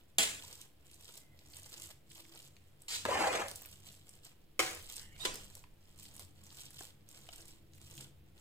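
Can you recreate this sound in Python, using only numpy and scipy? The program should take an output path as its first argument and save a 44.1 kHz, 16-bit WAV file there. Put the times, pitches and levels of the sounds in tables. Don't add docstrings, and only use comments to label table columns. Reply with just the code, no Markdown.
import sys
import numpy as np
from scipy import signal
from scipy.fft import rfft, irfft, next_fast_len
from scipy.io import wavfile
from scipy.ndimage import map_coordinates

SR = 44100
rng = np.random.default_rng(int(sys.argv[2]) if len(sys.argv) > 2 else 0)


def materialize(psi):
    bounded = np.clip(np.atleast_2d(psi).T, -1, 1)
    quanta = np.round(bounded * 32767).astype(np.int16)
    wavfile.write(sys.argv[1], SR, quanta)


def field_ratio(decibels):
    return 10 ** (np.asarray(decibels, dtype=float) / 20)


N = 370572

# start_s, end_s, first_force_db, last_force_db
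STROKES = [(0, 0.0055, -66, -71), (0.427, .6, -53.5, -58), (0.616, 0.61, -50.5, -54.5),
           (0.85, 1.169, -69, -57), (1.34, 1.59, -78, -55), (1.61, 1.85, -62.5, -51),
           (2.111, 2.2, -60, -56), (2.243, 2.45, -63, -58), (2.455, 2.76, -69.5, -79),
           (2.808, 2.86, -67.5, -72), (3.473, 3.83, -54.5, -66.5), (3.875, 4.07, -54, -71.5),
           (4.08, 4.18, -63.5, -67.5), (4.256, 4.27, -55.5, -62), (4.8, 4.98, -61.5, -48.5),
           (5.123, 5.212, -71, -54), (5.407, 5.58, -59, -63), (5.8, 5.94, -74, -70.5),
           (5.995, 6.12, -55, -65.5), (6.146, 6.22, -59, -56.5), (6.36, 6.53, -71.5, -60),
           (6.575, 6.65, -53, -55), (6.714, 6.77, -63, -60), (6.79, 6.84, -52, -53),
           (7.096, 7.34, -61, -63.5), (7.334, 7.542, -57.5, -65.5), (7.742, 8.023, -66.5, -55),
           (8.376, 8.6, -66, -74)]
# pitch_hz, level_db (per Hz)
CRACKLE_TONE = [(710, -38.5), (1200, -23.5), (1680, -15), (2620, -4.5), (3080, -0.5), (3870, -2),
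                (5590, -2.5), (6720, -3.5), (7570, 2.5), (11700, -9.5), (14700, -0.5), (16000, -32.5)]
# pitch_hz, level_db (per Hz)
SQUELCH_TONE = [(200, -27.5), (450, -4.5), (800, -7), (1500, -10), (2400, -10), (3200, -12), (4500, -34)]
# start_s, peak_db, brightest_hz
DRY_SNAPS = [(0.5901, -48, 7050), (0.6137, -34.5, 7400), (0.9425, -43.5, 7950), (1.1397, -42, 7680),
             (1.39, -43.5, 4300), (1.568, -34, 7360), (1.778, -38.5, 7000), (1.8198, -34, 7200),
             (2.114, -40.5, 3500), (2.17, -42, 7570), (2.566, -43.5, 3470), (2.819, -41.5, 7500),
             (3.483, -30.5, 7260), (3.513, -33, 5760), (3.5573, -32, 8000), (4.0917, -40, 7300),
             (4.2465, -41.5, 7850), (4.71, -36, 8000), (4.748, -37, 9000), (4.753, -39, 6500),
             (4.79, -41, 8000), (4.803, -42, 4000), (4.825, -42, 8000), (4.842, -43, 7800),
             (7.268, -48, 2900), (7.338, -44, 8300), (4.923, -33.5, 7700), (4.9658, -33, 7500),
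             (5.0116, -43, 7500), (5.5516, -37, 6950), (6.57, -40, 7989), (7.0883, -42, 8000),
             (7.3592, -36, 7950), (7.38, -43, 7250), (7.9777, -39, 3580)]
# start_s, peak_db, brightest_hz
WET_PLOPS = [(1.1543, -42.5, 7650), (1.6565, -48, 7800), (2.2052, -45, 7800), (3.619, -36, 14600),
             (3.65, -42.5, 2340), (3.658, -33.5, 14100), (5.163, -44, 2450), (5.342, -31.5, 7300),
             (5.3557, -31, 7400), (5.6391, -46.5, 2670), (5.9773, -49.5, 7390), (6.0532, -41, 4270),
             (6.1642, -40, 8400), (6.1945, -33.5, 8200), (6.466, -46, 7080), (6.7055, -41.5, 10400),
             (6.7905, -40, 8420), (6.8064, -37, 7620), (7.1137, -48, 9430), (7.2888, -43, 2920),
             (7.734, -49, 4430), (7.8141, -44.5, 7420), (8.01, -42, 7540), (8.3779, -50.5, 4870)]
# start_s, peak_db, brightest_hz
GRAIN_TICKS = [(0.4474, -45, 4050), (0.5272, -40, 7780), (0.5531, -39.5, 7870), (0.913, -46, 7470),
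               (1.0096, -44, 7490), (1.045, -40.5, 7800), (1.1223, -43, 7700), (1.173, -41, 7550),
               (1.5, -46, 8260), (1.5204, -45, 8190), (1.536, -40.5, 3130), (1.631, -43, 7800),
               (1.6995, -45, 7840), (1.7364, -46, 7890), (1.7983, -39, 7320), (1.8374, -38, 7770),
               (1.8594, -41, 7780), (1.8704, -40, 7630), (2.1525, -43, 7950), (2.251, -45, 2850),
               (2.359, -42, 5060), (2.4194, -45, 7540), (2.4754, -44, 7870), (3.4949, -36, 7390),
               (3.5604, -36, 7880), (3.5724, -39, 15000), (3.7145, -44, 8190), (3.7314, -48, 7910),
               (3.9154, -46, 4150), (3.9224, -48, 7300), (3.9414, -44, 3920), (5.9873, -48, 7520),
               (5.9978, -40, 7370), (6.0294, -40, 9380), (6.0871, -45, 7610), (6.1399, -45, 7540),
               (6.2487, -44, 7720), (6.4363, -49, 7700), (6.5034, -47, 2930), (6.5335, -51, 7720),
               (6.5525, -42, 8150), (6.6179, -41, 7670), (6.7321, -47, 7570), (6.8334, -38, 7740),
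               (7.1761, -46, 7670), (7.2125, -48, 7350), (7.232, -52, 7630), (7.3174, -48, 7980),
               (7.407, -42.5, 5800), (7.4174, -44, 7930), (7.454, -45, 7550), (7.4804, -40.5, 8350),
               (7.7473, -49, 7770), (7.8605, -49, 7060), (7.9249, -46, 8035), (7.9523, -42, 7350),
               (7.9693, -40.5, 7760)]
# time_s, level_db
RUB_FORCE = [
    [(0.19, -26), (0.235, -29.5), (0.27, -38), (0.4, -53)],
    [(2.882, -41.5), (2.9, -43), (2.915, -38), (2.955, -38), (2.98, -45), (3.048, -55)],
    [(3.06, -32), (3.07, -43), (3.098, -34.5), (3.14, -37), (3.25, -33.5), (3.31, -35), (3.36, -33.5),
     (3.43, -41), (3.52, -62)],
    [(4.6, -31), (4.648, -40.5), (4.8, -53.5)],
    [(5.195, -55), (5.248, -47), (5.256, -41), (5.3, -46), (5.42, -59)],
]
# pitch_hz, level_db (per Hz)
RUB_TONES = [
    [(88, -63.5), (150, -15), (675, -10.5), (941, -17), (2060, -5), (3300, -5), (4670, -9), (5570, -9.5),
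     (7470, -3.5), (14200, -26), (16000, -13.5)],
    [(180, -32), (300, -9.5), (645, -13.5), (713, -7.5), (1360, -7.5), (3800, 4), (5900, -0.5), (7600, 2.5),
     (9000, -3.5), (10900, -14.5), (14200, -14), (16000, -15)],
    [(88, -75), (150, -21.5), (264, -14.5), (514, -4.5), (689, -7), (805, -5.5), (1260, -9.5), (1650, -9.5),
     (2600, -12.5), (3300, -17.5), (6000, -23), (7620, -19.5), (9500, -29), (16000, -41.5)],
    [(88, -36), (150, -14.5), (235, -23), (439, -4), (624, -7), (745, -13.5), (1340, -8), (2100, -5),
     (3500, -9.5), (7620, -10), (14200, -27.5), (16000, -18)],
    [(88, -47), (150, -11), (457, -7.5), (504, -37), (649, -10.5), (1020, -14.5), (2500, -11), (7620, -13),
     (14800, -35), (16000, -27)],
]
# slips_per_s, slip_scatter_db, left_right_db, left_lag_samples, room_db,
# wall_ring (0-1)
RUB_PLACES = [
    (315, 2, 0.5, -10.5, -5, 0),
    (503.3, 2, -1, -9.5, -2.5, 0),
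    (110, 2.4, -0.5, 4.5, -6.5, 0.48),
    (306, 3, 0, -5.5, -4, 0),
    (296, 1.2, -4.5, -12, -7, 0),
]
# start_s, peak_db, fade_s (time to fall 60 dB)
WALL_BLOWS = [
    (0.1832, -14.5, 0.017),
    (3.052, -25, 0.0073),
    (4.5921, -19.5, 0.022),
    (5.2503, -33, 0.05),
]
# pitch_hz, width_hz, level_db
WALL_MODES = [(564, 63, -13.5), (834, 48, 5.5), (1000, 33, -28), (1720, 33, 7.5), (2140, 44, -12.5),
              (2540, 13.8, -11.5)]
# start_s, peak_db, pitch_hz
EDGE_CATCHES = [(3.087, -22, 561), (3.094, -21.5, 975), (3.112, -18, 986), (3.122, -18, 1013),
                (3.155, -19.5, 790), (3.167, -20, 853), (3.188, -22, 616), (3.206, -18.5, 832),
                (3.219, -21.5, 798), (3.238, -19, 820), (3.268, -18.5, 800), (3.305, -27.5, 514),
                (3.343, -25, 563), (3.367, -28, 508), (3.387, -31, 660), (3.24, -26, 1630),
                (3.3, -26, 2484), (3.355, -31, 2200), (3.17, -27, 1595), (3.41, -31, 798),
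                (3.435, -40, 557)]
# start_s, peak_db, pitch_hz, fade_s (time to fall 60 dB)
WALL_RINGS = [(.185, -36.5, 805, 0.12), (0.186, -38.5, 1140, 0.12), (3.052, -15.5, 1023, 0.02),
              (3.053, -24.5, 260, 0.027), (3.052, -17, 1600, 0.024), (3.053, -35, 2420, 0.017),
              (4.593, -35.5, 753, 0.27), (4.594, -40, 331, 0.36), (5.251, -41.5, 508, 0.27),
              (5.251, -37, 1008, 0.18), (5.251, -25, 3370, 0.061), (6.808, -29.5, 774, 0.012),
              (6.808, -31, 1079, 0.013), (6.808, -32, 1570, 0.011), (6.808, -32.5, 390, 0.013),
              (5.193, -39.5, 1000, .012), (5.232, -37, 1000, 0.014), (5, -40, 1200, .012),
              (3.635, -39, 1150, 0.0092), (1.345, -47, 610, 0.018), (7.97, -50.5, 132, .6),
              (3.08, -48, 95, 0.44), (7.288, -34.5, 670, 0.015), (7.289, -33, 1380, 0.011),
              (7.289, -34, 2300, 0.011), (7.289, -27, 3000, .012), (0.44, -35.5, 970, 0.016),
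              (5.64, -38, 1000, 0.016)]
# time_s, pitch_hz, level_db, breathiness (0-1),
# breath_width_hz
SLOT_WHISTLES = [
    [(1.15, 2070, -80, 0.4, 119.8), (1.25, 2055, -82, .9, 180), (1.4, 2020, -84, .9, 180),
     (1.55, 2060, -83, .9, 180), (1.8, 2045, -79, .85, 180), (1.91, 2040, -78.5, .4, 121),
     (1.94, 2010, -94, .4, 120)],
    [(4.97, 1680, -73, .9, 500), (5.0, 1850, -68, .95, 800), (5.06, 1820, -70, .9, 600),
     (5.085, 1940, -66, .8, 500), (5.15, 2150, -70, .8, 500), (5.19, 2300, -69, .9, 400)],
    [(4.98, 3043, -85, 1, 400), (5.0, 2960, -72, .9, 400), (5.08, 3070, -74, 1, 400),
     (5.125, 2920, -72, 1, 400), (5.19, 2920, -73, 1, 400), (5.24, 2900, -60, 1, 400)],
    [(5.19, 4047, -70, .8, 500), (5.2, 3940, -56, .7, 500), (5.205, 3680, -42, .3, 400),
     (5.23, 3860, -44, .3, 400), (5.245, 4000, -51, .5, 400), (5.255, 3970, -90, .3, 400)],
]
# time_s, level_db
DRONE_LEVEL = [(0.0, -71), (0.14, -72), (0.21, -58.5), (0.72, -70), (1.66, -65.5), (2.88, -70),
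               (3.09, -54.5), (3.53, -64.5), (4.58, -69), (4.61, -59.5), (4.98, -65), (5.33, -60),
               (5.82, -69.5), (6.03, -61.5), (7.23, -65.5), (8.07, -60.5), (8.09, -65), (8.4, -66)]
# pitch_hz, width_hz, level_db
ROOM_MODES = [(65, 5.5, -4), (92, 6.2, 0), (140.5, 5.9, -1.5), (200.2, 13, -11.5), (292.4, 14, -15)]
# peak_s, level_db, half_length_s
POT_SWELLS = [
    (1.8, -66.5, 0.072),
    (2.285, -67, 0.11),
    (7.507, -77.5, 0.33),
    (8.001, -72, 0.07),
    (8.4, -71, 0.049),
]
# time_s, level_db
HAND_LEVEL = [(0.0, -74.5), (4.35, -75), (4.72, -63), (5.45, -58.5), (5.85, -71), (7.11, -78), (7.37, -65),
              (8.4, -81)]
# pitch_hz, level_db (per Hz)
HISS_TONE = [(88, -47), (150, -4.5), (244, -6), (328, -7.5), (383, -4.5), (1140, -18.5), (3220, -18),
             (5680, -26.5), (7920, -32.5), (11300, -23.5), (14800, -26.5), (16000, -16.5)]
# pitch_hz, fade_s
ROOM_FADE = [(200, 0.46), (1000, 0.4), (4000, 0.29), (12000, .35)]
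# pitch_hz, left_right_db
MIC_BALANCE = [(60, -2), (150, 0), (380, -2), (950, 1), (2380, 0), (5980, -0.5), (9000, -0.5), (12000, -5),
               (15000, -6.5)]
# pitch_hz, share (0-1)
MIDDLE_SHARE = [(100, 0.5), (250, .5), (500, 0), (5200, 0.04), (6500, .25), (9000, 0.25), (11000, 0),
                (15000, 0.02)]
# pitch_hz, level_db
BAND_LIMIT = [(15400, 2), (15900, -12), (16500, -36), (16700, -120)]

LEFT_RIGHT = np.array([[1], [-1]])


def unit(x):
    return x / np.sqrt(np.mean(x ** 2) + 1e-20)


def along(points, hz):
    f, value = np.transpose(points)
    return np.interp(np.log(hz + 1), np.log(f + 1), value)


def curves(rows):
    s, *columns = np.transpose(rows)
    return [np.interp(np.arange(N) / SR, s, column) for column in columns]


def wobble(rate):
    knots = rng.standard_normal(int(N * rate / SR) + 4)
    return map_coordinates(knots, [np.arange(N) * rate / SR])


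def filtered(x, response):
    size = next_fast_len(x.shape[-1] + SR // 4)
    return irfft(rfft(x, size) * response(np.fft.rfftfreq(size, 1 / SR)), size)[..., :x.shape[-1]]


def coloured(x, tone, size=4096):
    cepstrum = irfft(np.log(field_ratio(along(tone, np.fft.rfftfreq(size, 1 / SR))) + 1e-6))
    cepstrum[1:size // 2] *= 2
    cepstrum[size // 2 + 1:] = 0
    return signal.fftconvolve(x, irfft(np.exp(rfft(cepstrum))))[:len(x)]


def resonances(modes):
    def response(f):
        total = 0
        for k, (centre, width, db) in enumerate(modes):
            total = total + (-1) ** k * field_ratio(db) * 1j * f * width / (centre ** 2 - f ** 2 + 1j * f * width)
        return total
    return response


def stirring_force():
    dig_db_per_s, settle_db_per_s, rest_db = 445, 225, -81.5
    start, end, first_db, last_db = np.transpose(STROKES)[:, :, None]
    t = np.arange(0, N / SR + .002, .002)
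    progress = np.clip((t - start) / np.maximum(end - start, .002), 0, 1)
    force_db = first_db + (last_db - first_db) * progress
    force_db = force_db - dig_db_per_s * np.maximum(start - t, 0) - settle_db_per_s * np.maximum(t - end, 0)
    return np.interp(np.arange(N) / SR, t, np.maximum(force_db.max(axis=0), rest_db))


def tiny_ticks(at, hz, cycles, size):
    t = np.arange(160) / SR
    shape = size[:, None] * np.sin(2 * np.pi * hz[:, None] * t) * np.exp(-t * (hz / cycles)[:, None])
    index = at.astype(int)[:, None] + np.arange(160)
    return np.bincount(index.ravel(), shape.ravel(), N + 400)[:N]


def rice():
    force_db = stirring_force()
    draw = rng.random((5000, 3))
    pitch = np.clip(6500 * np.exp(.6 * rng.standard_normal(len(draw))), 1500, 16000)
    strength = field_ratio(-4.3 * np.log(draw[:, 2] + .06)) * pitch ** .25
    ticks = tiny_ticks(draw[:, 0] * N, pitch, 0.51 + 0.81 * draw[:, 1], strength)
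    clumps = field_ratio(1.5 * wobble(30) + 2.2 * wobble(110))
    crackle = field_ratio(force_db - 3) * unit(coloured(ticks * clumps, CRACKLE_TONE))
    folding = rng.standard_normal(N) * clumps * field_ratio(3.4 * wobble(50))
    squelch_db = -71.5 + 0.75 * (force_db + 60)
    squelch = field_ratio(squelch_db) * unit(coloured(folding, SQUELCH_TONE))
    noise = rng.standard_normal((3, N))
    hiss = [unit(coloured((side + 1.1 * noise[2]) * clumps, CRACKLE_TONE)) for side in noise[:2]]
    spread = field_ratio(force_db - 8) * np.array(hiss) * field_ratio(-.7 * LEFT_RIGHT)
    return heard(crackle + squelch, pan_db=-1.9, lag=-7.5, near_db=-8, room_db=-7.5) + spread


def loose_grains():
    out, t = np.zeros((2, N + SR)), np.arange(600) / SR
    delay_s = .0005
    # table, tick level in dB, plop level against the tick in dB
    for table, gain_db, plop_db in [(DRY_SNAPS, 2, -40.5), (WET_PLOPS, 3.5, -15), (GRAIN_TICKS, 1.5, -26)]:
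        for s, db, hz in table:
            draw = rng.standard_normal((3, len(t)))
            burst = draw[0] * field_ratio(-60 * t / 0.0034) * (1 - np.exp(-t / .00015))
            tone = [(hz / 5.2, -30), (hz / 1.06, 0), (hz * 1.06, 0), (hz * 5.2, -30)]
            tick = coloured(burst, tone, size=512)
            plop = coloured(draw[1] * field_ratio(-60 * t / 0.0066), SQUELCH_TONE, size=1024)
            sound = tick / np.abs(tick).max() + field_ratio(plop_db) * plop / np.abs(plop).max()
            sound *= field_ratio(db + gain_db - 1 - 2 * (hz < 5000))
            side = field_ratio(2.8 * draw[2, 0] * LEFT_RIGHT)
            out[:, round((s + delay_s) * SR):][:, :len(t)] += sound * side
    return out[:, :N]


def blade():
    out = np.zeros((2, N + SR))
    strikes, t = np.zeros(N), np.arange(SR // 20) / SR
    for s, db, fade_s in WALL_BLOWS:
        strikes[round(s * SR):][:len(t)] = field_ratio(db + 1 - 60 * t / fade_s) * (1 - np.exp(-t / 0.001))
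    strikes = np.pad(strikes, (0, SR))
    for rows, tone, place in zip(RUB_FORCE, RUB_TONES, RUB_PLACES):
        rate, scatter_db, pan_db, lag, room_db, wall = place
        s, db = np.transpose(rows)
        first = round((s[0] - .012) * SR)
        t = (first + np.arange(SR)) / SR
        force = field_ratio(np.interp(t, np.r_[s[0] - .002, s, s[-1] + .03], np.r_[-110, db - 4, -110]))
        quick = 1.6 * np.tanh(wobble(rate)[:SR] / 1.8)
        slow = 0.36 * wobble(rate / 4)[:SR]
        slips = field_ratio(scatter_db * (quick + slow))
        noise = rng.standard_normal(SR)

        def shaken(x):
            return filtered(coloured(x, tone), lambda f: .5 + wall * resonances(WALL_MODES)(f))

        drive = noise * (force * unit(slips) + strikes[first:first + SR])
        scrape = shaken(drive) / np.std(shaken(noise))
        out[:, first:first + SR] += heard(scrape, pan_db, lag, -2.3, room_db)
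    return out[:, :N]


def ringing_wall():
    out, t = np.zeros(N + SR), np.arange(SR // 4) / SR
    catches = [(*row, .05) for row in EDGE_CATCHES]
    for s, db, hz, fade_s in catches + list(WALL_RINGS):
        partner_hz = hz * rng.uniform(1.03, 1.15)
        ring = np.sin(2 * np.pi * hz * t) + .35 * np.sin(2 * np.pi * partner_hz * t)
        swell = field_ratio(db - 5.5 - 60 * t / fade_s) * (1 - np.exp(-t / 0.0034))
        out[round(s * SR):][:len(t)] += swell * ring
    return heard(out[:N], pan_db=4, lag=6, near_db=-4, room_db=-8.5)


def slot_whistles():
    out = np.zeros(N)
    for rows in SLOT_WHISTLES:
        first, last = rows[0], rows[-1]
        fade_in = (first[0] - .01, first[1], -140, *first[3:])
        fade_out = (last[0] + .01, last[1], -140, *last[3:])
        hz, db, breath, width = curves([fade_in, *rows, fade_out])
        breath = np.clip(breath, 0, 1)
        knots = np.cumsum(np.clip(width, 20, 900)) / SR
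        flutter = [map_coordinates(part, [knots]) for part in rng.standard_normal((2, 8000))]
        sway = 1 - breath + breath * (flutter[0] + 1j * flutter[1])
        tone = np.real(sway * np.exp(2j * np.pi * np.cumsum(hz) / SR))
        out += field_ratio(db + 2.3 * wobble(40)) * tone
    return heard(out, pan_db=-2.1, lag=-5, near_db=-4, room_db=-6.5)


def kitchen():
    (drone_db,), (hand_db,), t = curves(DRONE_LEVEL), curves(HAND_LEVEL), np.arange(N) / SR
    noise = rng.standard_normal((7, N))
    drone = unit(filtered(noise[0] + 0.89 * noise[1:3], lambda f: resonances(ROOM_MODES)(f) * (f > 45)))
    swells = field_ratio(-81.5)
    for s, db, half_s in POT_SWELLS:
        swells = swells + field_ratio(db) * np.exp(-((t - s) / half_s) ** 2)
    pot_noise = unit(filtered(noise[3] + 0.44 * noise[1:3], lambda f: resonances([(332, 22, 0)])(f) ** 2))
    pot_tone = np.sin(2 * np.pi * np.cumsum(328 + 4 * wobble(6)) / SR)
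    pot_hum = .7 * pot_noise + .7 * pot_tone
    hand = unit(filtered(noise[4] + 0.72 * noise[5:7], lambda f: (f > 12) / (1 + (f / 26) ** 4)))
    hiss = unit(filtered(.5 * noise[4] + noise[5:7], lambda f: field_ratio(along(HISS_TONE, f))))
    return field_ratio(drone_db) * drone + swells * pot_hum + field_ratio(hand_db) * hand + field_ratio(-70.5) * hiss


def pot_echoes(x, fade_s):
    starts, t = np.arange(0, len(x), 1024), np.arange(1024) / SR
    index = starts[:, None] + np.arange(2048)
    pieces = np.pad(x, (1024, 2048))[index] * np.sin(np.pi * np.arange(2048) / 2048)
    echoes = rng.standard_normal((2, len(starts), len(t))) * field_ratio(-60 * t / fade_s) * (t > .0003)
    echoes /= np.linalg.norm(echoes, axis=2, keepdims=True)
    answers = signal.fftconvolve(pieces[None], echoes, axes=2)
    index = (starts[:, None] + np.arange(answers.shape[2])).ravel()
    return np.array([np.bincount(index, side.ravel())[1024:][:len(x)] for side in answers])


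def heard(x, pan_db, lag, near_db, room_db):
    def arrival(f):
        turn = np.pi * f * lag / SR / (1 + (f / 5600) ** 8)
        return field_ratio(pan_db / 2 * LEFT_RIGHT) * np.exp(-1j * turn * LEFT_RIGHT)

    direct = filtered(x, arrival)
    hz, t, z = signal.stft(rng.standard_normal((2, SR * 3 // 4)), SR, nperseg=256)
    fading = z * field_ratio(-60 * t / along(ROOM_FADE, hz)[:, None])
    tail = signal.istft(fading, SR, nperseg=256)[1]
    tail = np.pad(tail / np.linalg.norm(tail[0]), ((0, 0), (150, 0)))
    room = signal.fftconvolve(x[None], tail, axes=1)[:, :len(x)]
    return direct + field_ratio(near_db) * pot_echoes(x, 0.019) + field_ratio(room_db) * room


def scene():
    snaps = loose_grains()
    echoing = heard(snaps.mean(axis=0), pan_db=0, lag=-1.2, near_db=0.5, room_db=-1.45)
    grains = echoing * 0.54 + snaps * 0.09
    return rice() + grains + blade() + ringing_wall() + slot_whistles() + kitchen()


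def top_cut(x):
    return signal.sosfilt(signal.butter(12, 16640, fs=SR, output="sos"), x)


def record(dry):
    middle = dry.mean(axis=0)
    narrowed = dry + filtered(middle - dry, lambda f: np.clip(along(MIDDLE_SHARE, f), 0, 1))
    mics = filtered(narrowed, lambda f: field_ratio(along(BAND_LIMIT, f) + along(MIC_BALANCE, f) / 2 * LEFT_RIGHT))
    return top_cut(mics - .0006)


dry = scene()
out = record(dry)
materialize(out)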